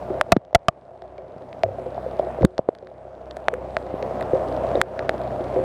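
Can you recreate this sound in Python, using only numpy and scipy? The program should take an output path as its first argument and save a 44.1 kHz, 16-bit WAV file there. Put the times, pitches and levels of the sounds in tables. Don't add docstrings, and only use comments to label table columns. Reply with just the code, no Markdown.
import sys
import numpy as np
from scipy import signal
from scipy.fft import rfft, irfft, next_fast_len
from scipy.io import wavfile
from scipy.ndimage import uniform_filter1d

SR = 44100
rng = np.random.default_rng(int(sys.argv[2]) if len(sys.argv) > 2 else 0)


def amplitude_ratio(level_db):
    exponent = np.asarray(level_db, float) / 20
    return 10 ** exponent


def digitize_waveform(pressure):
    field = np.atleast_2d(pressure).T
    bounded = np.clip(field, -1, 1)
    quanta = np.round(bounded * 32767).astype(np.int16)
    wavfile.write(sys.argv[1], SR, quanta)


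N = 248718
TIME = np.arange(N) / SR


def level(x, db):
    return x * amplitude_ratio(db) / np.sqrt(np.mean(x ** 2))


def band(x, hz, width):
    return signal.lfilter(*signal.iirpeak(hz, hz / width, SR), x)


def ring(hz, t60, rise=.0005):
    t = np.arange(3000) / SR
    decay = amplitude_ratio(-60 * t / t60)
    return -np.sin(2 * np.pi * hz * t) * decay * (1 - np.exp(-t / rise)) ** 2


def add(out, s, x):
    i = int(s * SR)
    out[i:i + len(x)] += x[:N - i]


def walk(rate):
    hold = int(SR / rate)
    steps = np.repeat(rng.standard_normal(N // hold + 1), hold)
    return 1.4 * uniform_filter1d(uniform_filter1d(steps, hold), hold)[:N]


def drops(rate, spread_db):
    luck, size, sign = rng.random(N), rng.exponential(size=N), rng.choice([-1., 1.], N)
    return (luck < rate / SR) * sign * amplitude_ratio(np.minimum(spread_db * size, 4 * spread_db))


# (time [s], level [dB])
CAR_LEVEL = [
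    (0, 0),
    (1.0, -2),
    (2.0, 2.5),
    (3.0, -0.5),
    (4.0, 1.5),
    (4.8, 1),
    (5.64, 1),
]


def car_level_db():
    return np.interp(TIME, *np.transpose(CAR_LEVEL))


# (frequency [Hz], density [dB per Hz])
STREET_COLOUR = [(30, -11.5), (100, -4.5), (500, 4.5), (1000, -6.5), (1500, -15.5), (2500, -25),
                 (4000, -33.5), (6500, -42), (9500, -42), (11700, -49), (12600, -72.5), (13400, -51),
                 (15300, -42), (15700, -89.5)]


def hiss():
    size = next_fast_len(N)
    white = rfft(rng.standard_normal(N), size)
    octave = np.log2(np.fft.rfftfreq(size, 1 / SR) + 1)
    colour_hz, colour_db = np.transpose(STREET_COLOUR)
    colour = white * amplitude_ratio(np.interp(octave, np.log2(colour_hz), colour_db))
    out = 0
    for mid in np.arange(4.5, 15, .5):
        one_band = irfft(colour * np.clip(1 - 2 * abs(octave - mid), 0, 1), size)[:N]
        out = out + amplitude_ratio(2.1 * walk(13)) * one_band
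    return level(out, 12)


# (order [multiple of the base rate], level [dB])
ENGINE_ORDERS = [
    (2, 9),
    (3, 3.5),
    (4, 7),
    (5, -9),
    (6, -1),
]


def engine():
    base_hz = 31.754
    turn = 2 * np.pi * np.cumsum(base_hz * (1 + 0.011 * walk(4))) / SR
    hum = sum(amplitude_ratio(db + 2.5 * walk(9)) * np.sin(k * turn + k) for k, db in ENGINE_ORDERS)
    return level(hum, 13)


# (frequency [Hz], t60 [s], level [dB])
COVER_MODES = [
    (183.5, .08, -9),
    (371, 0.31, 10.5),
    (528, 0.74, 12),
    (629.6, 0.28, -6),
    (680, .08, -18),
]


def cover(x):
    out = 0
    for hz, t60, db in COVER_MODES:
        width_hz = np.log(1000) / np.pi / t60
        out = out + amplitude_ratio(db) * band(x, hz, width_hz) / np.sqrt(1 / t60)
    return out


# (frequency [Hz], width [Hz], level [dB])
SKIN_MODES = [
    (130, 30, -16.5),
    (256, 390, -15.5),
    (540, 120, -5),
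    (625.2, 134.3, 11.5),
    (681, 30, -16.5),
    (900, 440, -42),
]


def patter():
    hits = drops(500, 2.9)
    skin = 0
    for hz, width, db in SKIN_MODES:
        skin = skin + amplitude_ratio(db) * band(band(hits, hz, 1.28 * width), hz, 1.28 * width)
    ticks = drops(110, 3.0)
    ticks = band(band(ticks, 3800, 2400), 3800, 2400)
    out = level(skin, 22) + level(cover(hits), 9.5) + level(ticks, -21.5)
    return signal.sosfilt(signal.butter(6, 9000, fs=SR, output="sos"), out)


# (time [s], depth [dB], release [dB/s]); brief cracks let go quickly
DUCKS = [(-.2, 13, 11), (.213, 21, 49), (.325, 24.5, 19), (.37, 30, 9.5), (.555, 30, 13.5), (.69, 29, 20),
         (1.64, 7.5, 9), (2.455, 28, 12), (2.595, 29, 13.5), (2.695, 28, 18.5), (3.487, 14, 18),
         (4.817, 19, 51), (4.9, 9, 4), (5.095, 7.5, 6.5)]


def gain_control():
    rest_db = -42
    load = np.zeros(N)
    for s, depth_db, release_db in DUCKS:
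        duck = amplitude_ratio(depth_db - release_db * np.maximum(TIME - s, 0))
        load = np.maximum(load, (TIME >= s) * duck)
    return amplitude_ratio(rest_db) / (1 + uniform_filter1d(load, size=130))


def faint_top(bed, gain):
    lost_db, back_db = -67, -62.5
    top = signal.sosfiltfilt(signal.butter(6, 12300, "high", fs=SR, output="sos"), bed)
    return bed - top * np.interp(gain, amplitude_ratio(np.array([lost_db, back_db])), [1, 0])


# (time [s], drips [count])
DRIP_RUNS = [(.592, 2), (.813, 2), (.977, 1), (1.079, 1), (1.282, 2), (1.382, 2), (1.492, 1), (1.593, 1),
             (1.795, 1), (1.866, 3), (1.961, 1), (2.112, 1), (2.169, 3), (2.468, 4), (2.826, 1), (2.848, 1),
             (2.901, 3), (3.152, 1), (3.218, 2), (3.363, 4), (3.707, 5), (4.348, 1), (4.371, 1), (4.486, 3),
             (4.669, 1), (4.69, 1), (5.141, 2), (5.237, 2), (5.442, 2), (5.543, 1)]


def drips(gain):
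    gap_s, lead_s = 0.04, 0.0016
    s = np.concatenate([start - lead_s + gap_s * np.arange(n) for start, n in DRIP_RUNS])
    scatter_db = rng.standard_normal(len(s))
    db = 20 * np.log10(np.interp(s, TIME, gain)) + 15.5 + scatter_db
    return list(zip(s, db))


# (time [s], tick peak [dB])
TICKS = [
    (.3585, -52.5),
    (0.4490, -44),
    (.5285, -46),
    (1.1795, -41),
    (2.1915, -32.5),
    (2.4105, -36.5),
    (2.4205, -34),
    (2.428, -34),
    (2.7852, -40),
    (5.4085, -37),
]
# (time [s], tick peak [dB], snap [dB], snap frequency [Hz], air [dB re tick])
SPLATS = [(0.2109, -12, -1.5, 1345, -7), (0.3192, -0.5, -4.5, 1500, -12), (0.3657, -26, -19.5, 1306, -25),
          (1.0195, -37.5, -40, 1530, -36), (1.5279, -36.5, -36.5, 2150, -26),
          (1.6331, -18, -17.5, 2095, -39.5), (2.4488, -8, -13, 1368, -8.5),
          (2.579, -18.5, -26.5, 1530, -51.5), (2.6896, -34, -36.5, 1440, -10.5),
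          (2.7494, -35.5, -40.5, 1650, -18.5), (2.8702, -39, -37, 1540, -27), (3.3094, -25, -39, 1740, -38),
          (3.3672, -30, -31, 1500, -7), (3.4825, -16.5, -6, 1570, -24.5), (3.538, -41, -21.5, 1434, 5.5),
          (3.7665, -22, -11.5, 1562, -30.5), (4.0254, -28, -29, 2030, -37), (4.2083, -31, -30.5, 1870, -6),
          (4.2247, -28, -27, 1410, -14), (4.7531, -41, -29, 1420, -34), (4.814, -5, -2.5, 1515, -7),
          (4.9912, -24, -19.5, 1620, -33.5), (5.0922, -12.5, -10, 1578, -18),
          (5.215, -34.5, -39.5, 1580, -13.5)]


def splats(drip_rows):
    out, t = np.zeros(N), np.arange(400) / SR
    small = [(s, db, db - 7, 1500, -44) for s, db in TICKS + drip_rows]
    rows = SPLATS + small
    sprays = rng.standard_normal((len(rows), 400))
    for (s, db, snap_db, snap_hz, air_db), spray in zip(rows, sprays):
        burst = (t == 0) + amplitude_ratio(-19.5) * spray * np.exp(-t / 0.00091)
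        tick = band(band(band(burst, 3550, 2600), 3550, 2600), 3600, 5100)
        air = band(band(burst, 6000, 6000), 6000, 6000)
        snap = band(ring(snap_hz, 0.002015, .0001)[:400], snap_hz, 1.5 * snap_hz)
        film = tick / abs(tick).max() + amplitude_ratio(air_db + 19.5) * air
        add(out, s + 0.0013, amplitude_ratio(db - 2.5) * film + amplitude_ratio(snap_db + 15.5) * snap)
    return out


# (time [s], peak [dB], start frequency [Hz], end frequency [Hz], t60 [s])
BUMPS = [(0.3208, -13, 192, 171.7, 0.058), (0.365, -4, 560, 116.8, 0.031), (0.5296, -23, 640, 590, 0.02),
         (0.552, -38, 153.7, 140, 0.013), (0.6863, -13.5, 148, 130, 0.0169),
         (1.1811, -44.5, 2200, 2300, 0.0266), (1.362, -33.5, 270, 150, 0.023),
         (1.64, -29.5, 101.9, 100.2, 0.53), (2.411, -22.5, 125, 120, .06), (2.425, -15, 125.6, 122.2, .06),
         (2.4213, -30, 2050, 2010, 0.0088), (2.4308, -14, 982, 330, 0.023), (2.435, -9.5, 90.8, 70, 0.053),
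         (2.4524, -9, 337, 334, 0.0131), (2.4438, -1.5, 152.1, 198.6, 0.024),
         (2.4468, -4.5, 385.7, 404, 0.019), (2.5911, -5.5, 512, 620, 0.0139),
         (2.5927, -19, 201, 120, 0.015), (2.6885, -3, 511.3, 420, 0.01073), (3.9405, -14, 383, 250, 0.0078),
         (4.2115, -25.5, 1830, 1880, 0.011), (4.335, -22, 285, 150, 0.046),
         (4.7549, -28.5, 3730, 3800, 0.015)]


def bumps():
    out, t = np.zeros(N), np.arange(8000) / SR
    for s, db, from_hz, to_hz, t60 in BUMPS:
        hz = to_hz + (from_hz - to_hz) * np.exp(-t / .003)
        push = (1 - np.exp(-t * from_hz / 0.26)) ** 2
        x = np.sin(2 * np.pi * np.cumsum(hz) / SR) * amplitude_ratio(-60 * t / t60) * push
        add(out, s, -amplitude_ratio(db) * x / abs(x).max())
    return out


# (time [s], peak [dB], ring
# frequency [Hz])
LIGHT_DROPS = [(0.045, -31, 543), (0.288, -26.5, 506), (0.912, -35, 692), (1.02, -29, 677),
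               (1.183, -25.5, 550), (2.825, -25.5, 536.3), (3.05, -29.5, 629), (3.581, -21.5, 524.5),
               (3.825, -22.5, 528), (4.084, -28, 560), (4.141, -24.5, 592), (4.213, -18.5, 711),
               (4.419, -23.5, 624), (4.469, -25, 371), (4.813, -26.5, 692), (.105, -22.5, 535),
               (1.66, -20, 532), (1.686, -20.5, 553), (1.783, -21, 680), (5.6, -20.5, 359),
               (4.332, -14.5, 330), (4.754, -14.5, 362.8), (4.768, -14, 487), (5.562, -13.5, 378.7),
               (5.046, -24, 516), (5.536, -15, 571)]
# (time [s], peak [dB], ring frequency [Hz], ring t60 [s])
FAT_DROPS = [(0.101, -16.5, 371, 0.11), (0.21, -11, 604.4, 0.029), (1.634, -5.5, 660.5, 0.0448),
             (1.859, -21.5, 503.2, 0.101), (1.977, -17, 706.3, 0.0325), (2.061, -16.5, 520.5, 0.0556),
             (2.194, -5.5, 614, 0.0259), (2.229, -20, 673.3, 0.053), (2.269, -20, 658, 0.048),
             (2.385, -15.5, 508, 0.0183), (2.409, -16, 346, 0.052), (2.422, -18.5, 542.4, 0.087),
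             (2.5793, -18.5, 650, 0.018), (3.367, -20, 642.7, 0.0238), (3.482, -6.5, 672, 0.0143),
             (3.531, -16, 502.5, 0.0643), (3.766, -11, 639, 0.0262), (4.0265, -16, 531.6, 0.0315),
             (4.109, -18, 505, 0.0225), (4.331, -9, 514.5, 0.0853), (4.352, -12, 535.4, 0.0916),
             (4.644, -15, 545.5, 0.0326), (4.752, -7, 528, 0.05), (4.991, -15.5, 628, 0.0193),
             (5.092, -6.5, 643, 0.0123), (5.14, -17, 621, 0.022), (5.405, -17, 367.5, 0.1124),
             (5.560, -13, 506.8, 0.124), (2.4305, -10.5, 517.6, 0.03), (5.589, -11.5, 502, 0.0132)]


def thuds():
    near, push = np.zeros(N), np.zeros(N)
    fat = [row + (-27 + 209.5 * row[-1], -26.5) for row in FAT_DROPS]
    light = [row + (0.029, -7, -18) for row in LIGHT_DROPS]
    for s, db, hz, t60, hum_db, boom_db in fat + light:
        spot = ring(hz, max(t60, .004))
        boom = ring(120, 0.073, 0.0041)
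        add(near, s + 0.0013, amplitude_ratio(db) * (spot / abs(spot).max() + amplitude_ratio(boom_db) * boom))
        add(push, s + .0015, amplitude_ratio(db + hum_db) * np.hanning(24))
    return near + amplitude_ratio(26.5) * cover(push)


# (time [s], ceiling [dB], overdrive [dB], sag [share of swing], upper mode [dB])
SLAMS = [
    (0.3206, -5, 23.5, 0.09, 0.5),
    (0.5479, -5, 29, 0.085, -15.5),
    (0.6837, -7, 12.5, 0.024, 3.5),
]


def slams():
    out, t = np.zeros(N), np.arange(3000) / SR
    sag = np.exp(-((t - .0083) / .0021) ** 2)
    for s, top_db, drive_db, share, upper_db in SLAMS:
        swing = ring(683.65, .022, .0001)
        swing = swing + amplitude_ratio(upper_db) * ring(1190, 0.013, .0001)
        swing = swing + amplitude_ratio(-17) * ring(430, 0.021) - share * sag
        add(out, s, amplitude_ratio(top_db) * np.clip(amplitude_ratio(drive_db) * swing, -1, 1))
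    out = signal.lfilter(*signal.butter(1, 9000, fs=SR), out)
    return signal.lfilter(*signal.butter(1, 90, "high", fs=SR), out)


def scene():
    car_db = car_level_db()
    road = amplitude_ratio(6 + car_db) * hiss()
    rain = amplitude_ratio(-0.23) * patter()
    motor = amplitude_ratio(0.43 + .8 * car_db) * engine()
    gain = gain_control()
    bed = gain * faint_top(road + rain + motor, gain)
    close = thuds() + bumps() + splats(drips(gain)) + slams()
    return (bed + close)[None]


def top_cut(x):
    return signal.sosfilt(signal.butter(12, 16530, fs=SR, output="sos"), x)


def record(dry):
    x = signal.sosfilt(signal.butter(1, 30, "high", fs=SR, output="sos"), dry)
    x = np.clip(x, -1, 1)
    x = signal.sosfilt(signal.ellip(8, .1, 50, 16500, fs=SR, output="sos"), x)
    return top_cut(x)


dry = scene()
out = record(dry)
digitize_waveform(out)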